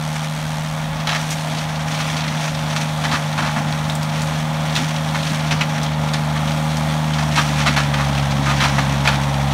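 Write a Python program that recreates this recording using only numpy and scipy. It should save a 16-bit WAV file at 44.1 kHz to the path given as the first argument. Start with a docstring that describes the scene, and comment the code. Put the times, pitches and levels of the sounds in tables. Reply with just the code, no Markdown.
"""A small tracked mulcher works an open hillside, crawling closer to one fixed microphone. Its
three-cylinder diesel drones and knocks at high revs and sags under load near the end; steel panels
ring and a fan whines beside it. The spinning head hums and shreds one swathe of brush after another,
branches splinter in bursts of clicks, dry sticks snap, and a light breeze buffets the microphone."""
import sys
import numpy as np
from scipy import signal
from scipy.fft import rfft, irfft
from scipy.io import wavfile
from scipy.ndimage import uniform_filter1d

SR = 44100
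rng = np.random.default_rng(int(sys.argv[2]) if len(sys.argv) > 2 else 0)


def wav_record(signal):
    """Record a signal, one row per channel, as 16-bit PCM in the file named by sys.argv[1]."""
    frames = np.transpose(np.atleast_2d(signal))
    bounded = np.clip(frames, -1, 1)
    # unit amplitude maps onto the largest positive 16-bit level
    quanta = np.round(bounded * 32767).astype(np.int16)
    wavfile.write(sys.argv[1], SR, quanta)


N = 420273
TIME = np.arange(N) / SR

# Engine speed. Each row: time in seconds, firing rate in Hz.
FIRING_RATE = [(0.0, 76.84), (1.2, 77.7), (2.4, 77.15), (3.6, 75.97), (4.3, 77.17), (5.1, 77.47),
               (6.25, 75.77), (6.65, 77.1), (7.05, 77.06), (7.6, 73.86), (8.1, 70.34), (8.5, 70.16),
               (8.82, 69.46), (9.53, 70.15)]
# The low voice of the hood over the cutting head. Each row: frequency in Hz, relative level in dB.
HOOD_SPECTRUM = [(25, -31), (60, -15), (100, 0.5), (130, -2), (190, 3.5), (290, -2.5), (350, -14),
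                 (500, -25.5), (1000, -57)]


def undb(db):
    """Decibels to gain."""
    return 10 ** (np.asarray(db) / 20)


def unit(x):
    """Scale to rms 1."""
    return x / np.sqrt(np.mean(x ** 2) + 1e-18)


def curve(table):
    """Rows of (seconds, value), joined by straight lines."""
    return np.interp(TIME, *np.transpose(table))


def colour(x, spectrum):
    """Minimum-phase filter through rows of (Hz, dB); rms 1."""
    hz, db = np.transpose(spectrum)
    size = 4096
    bin_hz = np.arange(size // 2 + 1) * SR / size
    log_gain = np.interp(np.log(bin_hz + 1), np.log(hz), np.log(undb(db)))
    cepstrum = irfft(log_gain)
    cepstrum[1:size // 2] *= 2
    cepstrum[size // 2 + 1:] = 0
    impulse = irfft(np.exp(rfft(cepstrum)))
    return unit(signal.oaconvolve(x, impulse)[:len(x)])


def noise(spectrum, size=N):
    """Coloured noise; rms 1."""
    return colour(rng.standard_normal(size), spectrum)


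def resonance(x, hz, width_hz):
    """One band-pass resonance; rms 1."""
    return unit(signal.lfilter(*signal.iirpeak(hz, hz / width_hz, fs=SR), x))


def drift(per_s):
    """A wavering line through per_s random values a second; rms 1."""
    step = int(SR / per_s)
    held = np.repeat(rng.standard_normal(N // step + 1), step)
    return unit(uniform_filter1d(held, step)[:N])


def grains(size, per_s, spread_db, decay_s):
    """Tiny bursts at random moments, many weak and a few strong; rms 1."""
    hits = rng.random(size) < per_s / SR
    strength = undb(spread_db * np.minimum(rng.exponential(size=size), 4))
    energy = signal.lfilter([1], [1, -np.exp(-2 / (decay_s * SR))], hits * strength ** 2)
    return unit(np.sqrt(energy) * rng.standard_normal(size))


def add(out, start_s, x):
    """Mix x into out from start_s on."""
    i = max(int(start_s * SR), 0)
    out[i:i + len(x)] += x[:N - i]


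def scatter(x, decay_s, wet_db):
    """Ground, hood and bushes return a short diffuse tail to the microphone."""
    t = TIME[:SR // 3]
    tail = rng.standard_normal(len(t)) * np.exp(-t / decay_s)
    return x + undb(wet_db) * signal.oaconvolve(x, tail / np.linalg.norm(tail))[:N]


def approach():
    """Nearness in dB as the machine swings round and crawls closer; each source scales it its own way."""
    # Each row: time in seconds, level in dB against the closest position.
    path = [(0, -4), (1.4, -4.5), (2.4, -3.5), (4.2, -2), (5.3, -2), (6.2, -0.85), (7.3, 0), (9.53, 0)]
    return curve(path)


def sag(free_hz=77.6):
    """Load on the engine: Hz lost from the free-running firing rate."""
    return np.maximum(free_hz - curve(FIRING_RATE), 0)


def roar(near_db=-28.0, turned_away_db=-3, turn_s=2.1):
    """Base level of the machine noise in dB: it grows as it turns to face the microphone and nears."""
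    return near_db + 0.4 * approach() + turned_away_db * np.maximum(1 - TIME / turn_s, 0)


def cutting(entry_s=0.81, bite_s=0.15):
    """0 while the head runs free, 1 once it is in the brush."""
    return 0.5 + 0.5 * np.tanh((TIME - entry_s) / bite_s)


def exhaust(firings, waver_db):
    """The muffler leaves a clean drone of four harmonics; they grow with nearness and shift with load."""
    # Each row: multiple of the firing rate, level in dB when near, dB per dB of approach, dB per Hz of sag.
    harmonics = [(1, -32.5, 3.5, .5), (2, -20, 1.0, 0), (3, -29, 2, -0.07), (4, -40, 3.5, 0.14)]
    near, load, drone = approach(), sag(), np.zeros(N)
    for multiple, db, per_near, per_load in harmonics:
        gain = undb(db + per_near * near + per_load * load + waver_db * drift(18))
        drone += gain * unit(np.cos(2 * np.pi * round(multiple) * firings))
    return drone


def rotor(firings, drive_ratio, hum_db):
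    """The unbalanced cutting drum hums just above the firing rate and beats slowly against it."""
    hum = unit(np.sin(2 * np.pi * drive_ratio * firings))
    return undb(hum_db + 0.65 * approach() + 2 * drift(3.04)) * hum


def diesel(firings, clatter_db, hiss_db, repeat_db, tones_db, knock_free, knock_cutting, knock_width):
    """The block clatters and hisses once a firing; while the head is in the brush the firing pulses are
    shallower."""
    # Clatter and hiss of the block. Each row: frequency in Hz, relative level in dB.
    clatter_spectrum = [(250, -26.5), (380, -20.5), (480, -8.5), (600, 1.5), (880, 0), (1100, -2),
                        (1400, -4), (1550, -10), (1850, -7.5), (2900, -16.5), (3400, -10), (5000, -28.5),
                        (9000, -31), (16000, -35)]
    hiss_spectrum = [(1500, -20.5), (3400, 1.5), (4400, -0.5), (4950, -6), (5600, -7), (6500, -3.5),
                     (7600, -8), (8500, -4.5), (9900, -9.5), (10400, -17), (11300, -9), (13500, -21),
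                     (16000, -26)]
    # Weaker engine and pump tones. Each row: multiple of the firing rate, relative level in dB.
    engine_tones = [(4 / 3, -10.5), (8 / 3, -10.5), (6, -16.5), (9, -12), (11, -12)]
    depth = knock_free + (knock_cutting - knock_free) * cutting()
    pulse = np.exp((np.cos(2 * np.pi * firings) - 1) / knock_width)
    pulse = unit(pulse - pulse.mean())
    # Valves and injectors strike in the same order on every cycle of three firings.
    cycle = rng.standard_normal(SR // 26)
    repeating = cycle[(firings / 3 % 1 * len(cycle)).astype(int)]
    rattle = rng.standard_normal(N) + undb(repeat_db) * repeating
    knocks = rattle * np.exp(0.45 * depth * pulse)
    clatter = colour(knocks, clatter_spectrum) * undb(clatter_db + 0.45 * drift(12))
    tones = np.zeros(N)
    for multiple, db in engine_tones:
        turns = round(3 * multiple) / 3 * firings
        tones += undb(db + 2.4 * drift(5)) * unit(np.sin(2 * np.pi * (turns + rng.random())))
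    hiss = colour(rng.standard_normal(N) * np.exp(depth * (pulse - depth)), hiss_spectrum)
    hiss *= undb(hiss_db + 2.4 * drift(4.8))
    return undb(roar()) * (clatter + undb(tones_db) * tones) + hiss


def panels(ring_db):
    """Constant shaking keeps the steel panels ringing, each swelling on its own."""
    # Panel resonances. Each row: frequency in Hz, width in Hz, relative level in dB.
    modes = [(1240, 35, -5.5), (1405, 28, -9), (1557, 26, -3), (1696, 35, -3), (1863, 48, -5.5),
             (2290, 110, -3), (3290, 300, -0.5)]
    rings = sum(undb(db + 2 * drift(10)) * resonance(rng.standard_normal(N), hz, width_hz)
                for hz, width_hz, db in modes)
    return rings * undb(roar() + ring_db)


def fan(fan_db, load_db_per_hz, flutter_db):
    """Blade tones on their own drive, fluttering in the moving air; they weaken as the engine labours."""
    # Fan speed. Each row: time in seconds, blade rate in Hz.
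    blade_rate = [(0, 272), (1.3, 275.3), (7.4, 276.2), (8.0, 271.5), (9.53, 266.6)]
    # Each row: multiple of the blade rate, relative level in dB.
    blade_tones = [(1, -3.5), (2, -1), (3, -1.5)]
    level_db = fan_db + 1.7 * approach() + load_db_per_hz * sag()
    passes = np.cumsum(curve(blade_rate) * (1 + 0.00094 * drift(14))) / SR
    return sum(undb(level_db + db + flutter_db * drift(6)) * unit(np.sin(2 * np.pi * round(k) * passes))
               for k, db in blade_tones)


def feed(attack_s=0.023, release_s=0.056):
    """Rise of the shredding and its sizzle in dB as each swathe is drawn in, chewed and cleared."""
    # Each row: start in seconds, length in seconds, rise in dB, extra sizzle of dry needles in dB.
    swathes = [(1.09, 0.23, 3, 3), (1.479, .12, 2.5, 1), (1.87, .28, 5.5, 1.5), (2.17, 0.11, 6, -4.5),
               (2.35, 0.12, 5, 2), (2.656, .15, 4.5, 2), (3.0, .18, 4.5, -1), (3.36, .25, 2.5, 1),
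               (3.699, 0.27, -1, 3.5), (4.1, 0.13, 2.5, -1.5), (4.65, 0.31, 4, 2), (5.139, 0.38, 4, -0.5),
               (5.679, 0.27, 1, -2.5), (7.101, 0.21, 3.5, 0), (7.3, .5, 5.5, -1), (7.921, 0.49, 2.5, -0.5),
               (8.42, 0.19, 8, -4), (8.598, .1, 6, -0.5), (8.72, 0.18, 2.5, -1), (9.0, .32, 1.5, 0.5),
               (9.481, .1, 4.5, -1)]
    rise, sizzle, t = np.zeros(N), np.zeros(N), TIME[:SR]
    for start_s, length_s, rise_db, sizzle_db in swathes:
        chewing = (1 - np.exp(-t / attack_s)) * np.exp(-np.maximum(t - length_s, 0) / release_s)
        add(rise, start_s, rise_db * chewing)
        add(sizzle, start_s, sizzle_db * chewing)
    return rise, sizzle


def cutting_head(shred_db, surge_db, sizzle_hz, chips_db, free_chips_db, shell_db, rumble_db):
    """Brush is torn into an uneven crackle; chips rattle the hood, which rumbles and rings."""
    # Torn fibres, flying chips and the steel shell. 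Each row: frequency in Hz, relative level in dB.
    fibre_spectrum = [(300, -10.5), (700, -0.5), (1300, 2.5), (2300, 4), (2900, 0.5), (3400, -1),
                      (4400, -6), (4950, -6), (5700, -0.5), (7500, -11), (9000, -11.5), (12000, -23),
                      (16000, -25)]
    chip_spectrum = [(600, -19), (1500, -9), (2300, 1), (3400, 4), (4400, 2.5), (5000, -4), (6200, -4),
                     (8000, -15), (16000, -36)]
    shell_spectrum = [(300, -29.5), (550, -15), (720, -8), (840, -2.5), (1000, -4.5), (1300, -14.5),
                      (3000, -25.5), (8000, -56)]
    feed_db, sizzle_db = feed()
    tearing = grains(N, per_s=2200, spread_db=3.5, decay_s=0.0028)
    fibres = colour(tearing, fibre_spectrum) * undb(shred_db + surge_db * drift(35))
    needles = signal.sosfiltfilt(signal.butter(2, sizzle_hz, "high", fs=SR, output="sos"), fibres)
    fibres += needles * (undb(sizzle_db) - 1)
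    impacts = grains(N, per_s=70, spread_db=2.8, decay_s=0.0081)
    chips = colour(impacts, chip_spectrum) * undb(chips_db + free_chips_db * (1 - cutting()))
    # Shell and hood sound out more as the machine nears and labours.
    shell = noise(shell_spectrum) * undb(roar() + shell_db + 0.69 * sag() + drift(20))
    hood_db = roar() + rumble_db + 0.4 * sag() + 0.5 * feed_db
    rumble = noise(HOOD_SPECTRUM) * undb(hood_db + 2.2 * drift(14))
    return (fibres + chips) * undb(feed_db) + shell + rumble


def breeze(wind_db, buffet_db):
    """Soft low buffets right on the microphone, stronger in each puff."""
    # Wind rumble. Each row: frequency in Hz, relative level in dB.
    wind_spectrum = [(20, -18), (35, -4), (52, 7), (80, -3), (130, -10), (400, -35)]
    # Each row: time of the crest in seconds, width in seconds, rise in dB.
    puffs = [(.8, 0.55, 9), (2.6, 0.069, 11)]
    puff_db = sum(db * np.exp(-((TIME - crest_s) / width_s) ** 2) for crest_s, width_s, db in puffs)
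    return noise(wind_spectrum) * undb(wind_db + puff_db + buffet_db * drift(7))


def branches(crack_db, release_s, focus_db, thump_db):
    """A branch fails fibre by fibre in a burst of clicks; thick wood sounds lower and thumps the hood."""
    # Splintering wood. Each row: frequency in Hz, relative level in dB.
    wood_spectrum = [(150, -8), (380, -11), (700, 9.5), (1500, 3), (3500, -2.5), (4400, -2.5), (5000, -7),
                     (6000, -4), (8000, -11), (12000, -18), (16000, -42)]
    # Each row: start in seconds, length in seconds, relative level in dB, centre frequency in Hz.
    cracks = [(1.071, 0.008, -22.5, 2300), (1.088, 0.048, -23.5, 2500), (1.149, 0.016, -22.5, 2310),
              (1.999, 0.009, -25, 2000), (2.762, 0.009, -22, 3400), (3.038, 0.018, -20, 1800),
              (3.113, 0.044, -21, 1990), (3.378, 0.027, -22.5, 1690), (3.423, 0.073, -26.5, 1500),
              (3.559, 0.029, -24, 1300), (4.761, 0.012, -22, 3300), (5.146, 0.014, -21.5, 1500),
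              (5.509, 0.014, -17.5, 2400), (5.608, 0.009, -21.5, 2670), (6.137, 0.007, -21.5, 2400),
              (6.357, 0.01, -25.5, 1390), (7.184, 0.0073, -22.5, 2600), (7.356, 0.012, -19.5, 3200),
              (7.372, 0.022, -16, 1900), (7.6, 0.021, -24, 2600), (7.658, 0.029, -16.5, 1900),
              (7.763, 0.023, -15.5, 1800), (7.801, 0.01, -21.5, 2010), (7.936, 0.013, -21.5, 2300),
              (7.982, 0.035, -25, 1700), (8.459, 0.062, -23.5, 1550), (8.601, 0.059, -19, 1780),
              (8.782, 0.011, -20, 1580), (9.05, 0.016, -21, 2200), (9.074, 0.015, -15, 1800),
              (9.12, 0.035, -25, 1800)]
    # Heavy pieces hitting the hood. Each row: start in seconds, relative level in dB.
    thumps = [(2.11, -29), (3.13, -27), (3.39, -24.5), (3.56, -25.5), (4.785, -22.5), (5.52, -24),
              (7.379, -26), (7.68, -27), (8.47, -27), (8.62, -26)]
    out, t = np.zeros(N), TIME[:SR // 4]
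    hz, wood_db = np.transpose(wood_spectrum)
    for start_s, length_s, db, centre_hz in cracks:
        burst = grains(len(t), per_s=2500, spread_db=1.5, decay_s=0.0008)
        off_centre_db = focus_db * np.minimum(np.log2(hz / centre_hz) ** 2, 3)
        crack = colour(burst, np.column_stack([hz, wood_db - off_centre_db]))
        envelope = np.exp(-np.maximum(t - length_s, 0) / release_s)
        add(out, start_s, undb(db + crack_db) * crack * envelope)
    thump_envelope = np.exp(-t / 0.027) * (1 - np.exp(-t / 0.0022))
    for start_s, db in thumps:
        add(out, start_s, undb(db + thump_db) * noise(HOOD_SPECTRUM, len(t)) * thump_envelope)
    return scatter(out, decay_s=0.03, wet_db=-4.5)


def sticks(snap_db, tick_db, width_share, click_db, click_s):
    """Dry wood breaks with a click and rings briefly at its own pitch; thick sticks have little treble."""
    # Each row: start in seconds, relative level in dB, decay time in seconds, pitch in Hz.
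    snaps = [(1.072, -14.5, 0.005, 3780), (1.092, -16, 0.005, 3600), (1.149, -15, 0.0062, 2070),
             (1.306, -23.5, 0.017, 6850), (2.767, -18.5, 0.007, 3600), (3.725, -17, .003, 3370),
             (3.898, -19, 0.0066, 3600), (3.952, -22.5, .005, 8000), (4.0305, -16, 0.002, 5500),
             (4.218, -25, 0.01, 7000), (4.754, -14, .005, 4200), (4.763, -10.5, 0.0048, 3500),
             (5.509, -15.5, .005, 2300), (5.610, -10.5, 0.008, 2700), (5.832, -22, .008, 5960),
             (6.136, -16, 0.0052, 4300), (6.475, -23.5, 0.014, 3400), (6.769, -24, 0.008, 5800),
             (7.669, -16, 0.008, 3900), (7.766, -17, .006, 2200), (8.15, -20, 0.0075, 3400),
             (8.178, -18, .008, 2400), (8.605, -19, 0.011, 3800), (8.64, -18, 0.014, 4220),
             (8.784, -21, .007, 1890), (9.075, -7, 0.0056, 2470)]
    out, t = np.zeros(N), TIME[:SR // 6]
    for start_s, db, decay_s, hz in snaps:
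        tick = noise([(hz / 6, -14), (hz / 2, -2), (hz, 0), (hz * 2, -12), (hz * 4, -32)], len(t))
        body = resonance(tick, hz, hz * width_share)
        ring = unit(body + undb(tick_db) * tick) * np.exp(-t / decay_s)
        click = noise([(hz / 4, -6), (hz, 0), (hz * 2, -5), (hz * 4, -22)], len(t))
        click *= undb(click_db) * np.exp(-t / click_s)
        add(out, start_s, undb(db + snap_db) * (ring + click))
    return scatter(out, decay_s=0.027, wet_db=-5.5)


def scene():
    """The mulcher, the breaking wood and the breeze, in mono from one spot on the hillside."""
    firings = np.cumsum(curve(FIRING_RATE)) / SR  # running count of cylinder firings
    mix = exhaust(firings, waver_db=0.18)
    mix += rotor(firings, drive_ratio=1.031, hum_db=-44.5)
    mix += diesel(firings, clatter_db=-0.5, hiss_db=-40.5, repeat_db=-4, tones_db=-4.0,
                  knock_free=0.61, knock_cutting=0.24, knock_width=0.79)
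    mix += panels(ring_db=-15.5)
    mix += fan(fan_db=-36.5, load_db_per_hz=-0.23, flutter_db=1.6)
    mix += cutting_head(shred_db=-35.5, surge_db=1.8, sizzle_hz=5000, chips_db=-39.5,
                        free_chips_db=-14, shell_db=-8.5, rumble_db=-7.5)
    mix += branches(crack_db=0.5, release_s=0.0082, focus_db=3.5, thump_db=4.0)
    mix += sticks(snap_db=-2.0, tick_db=4.5, width_share=0.19, click_db=-6.5, click_s=0.002)
    mix += breeze(wind_db=-50, buffet_db=1.8)
    return mix[None]


def record(dry):
    """The recorder rounds the loudest peaks and cuts the highest treble."""
    ceiling, top_hz = 0.72, 15600
    rounded = dry / (1 + (dry / ceiling) ** 4) ** (1 / 4)
    return signal.sosfilt(signal.ellip(10, 0.1, 80, top_hz, fs=SR, output="sos"), rounded)


dry = scene()
out = record(dry)
wav_record(out)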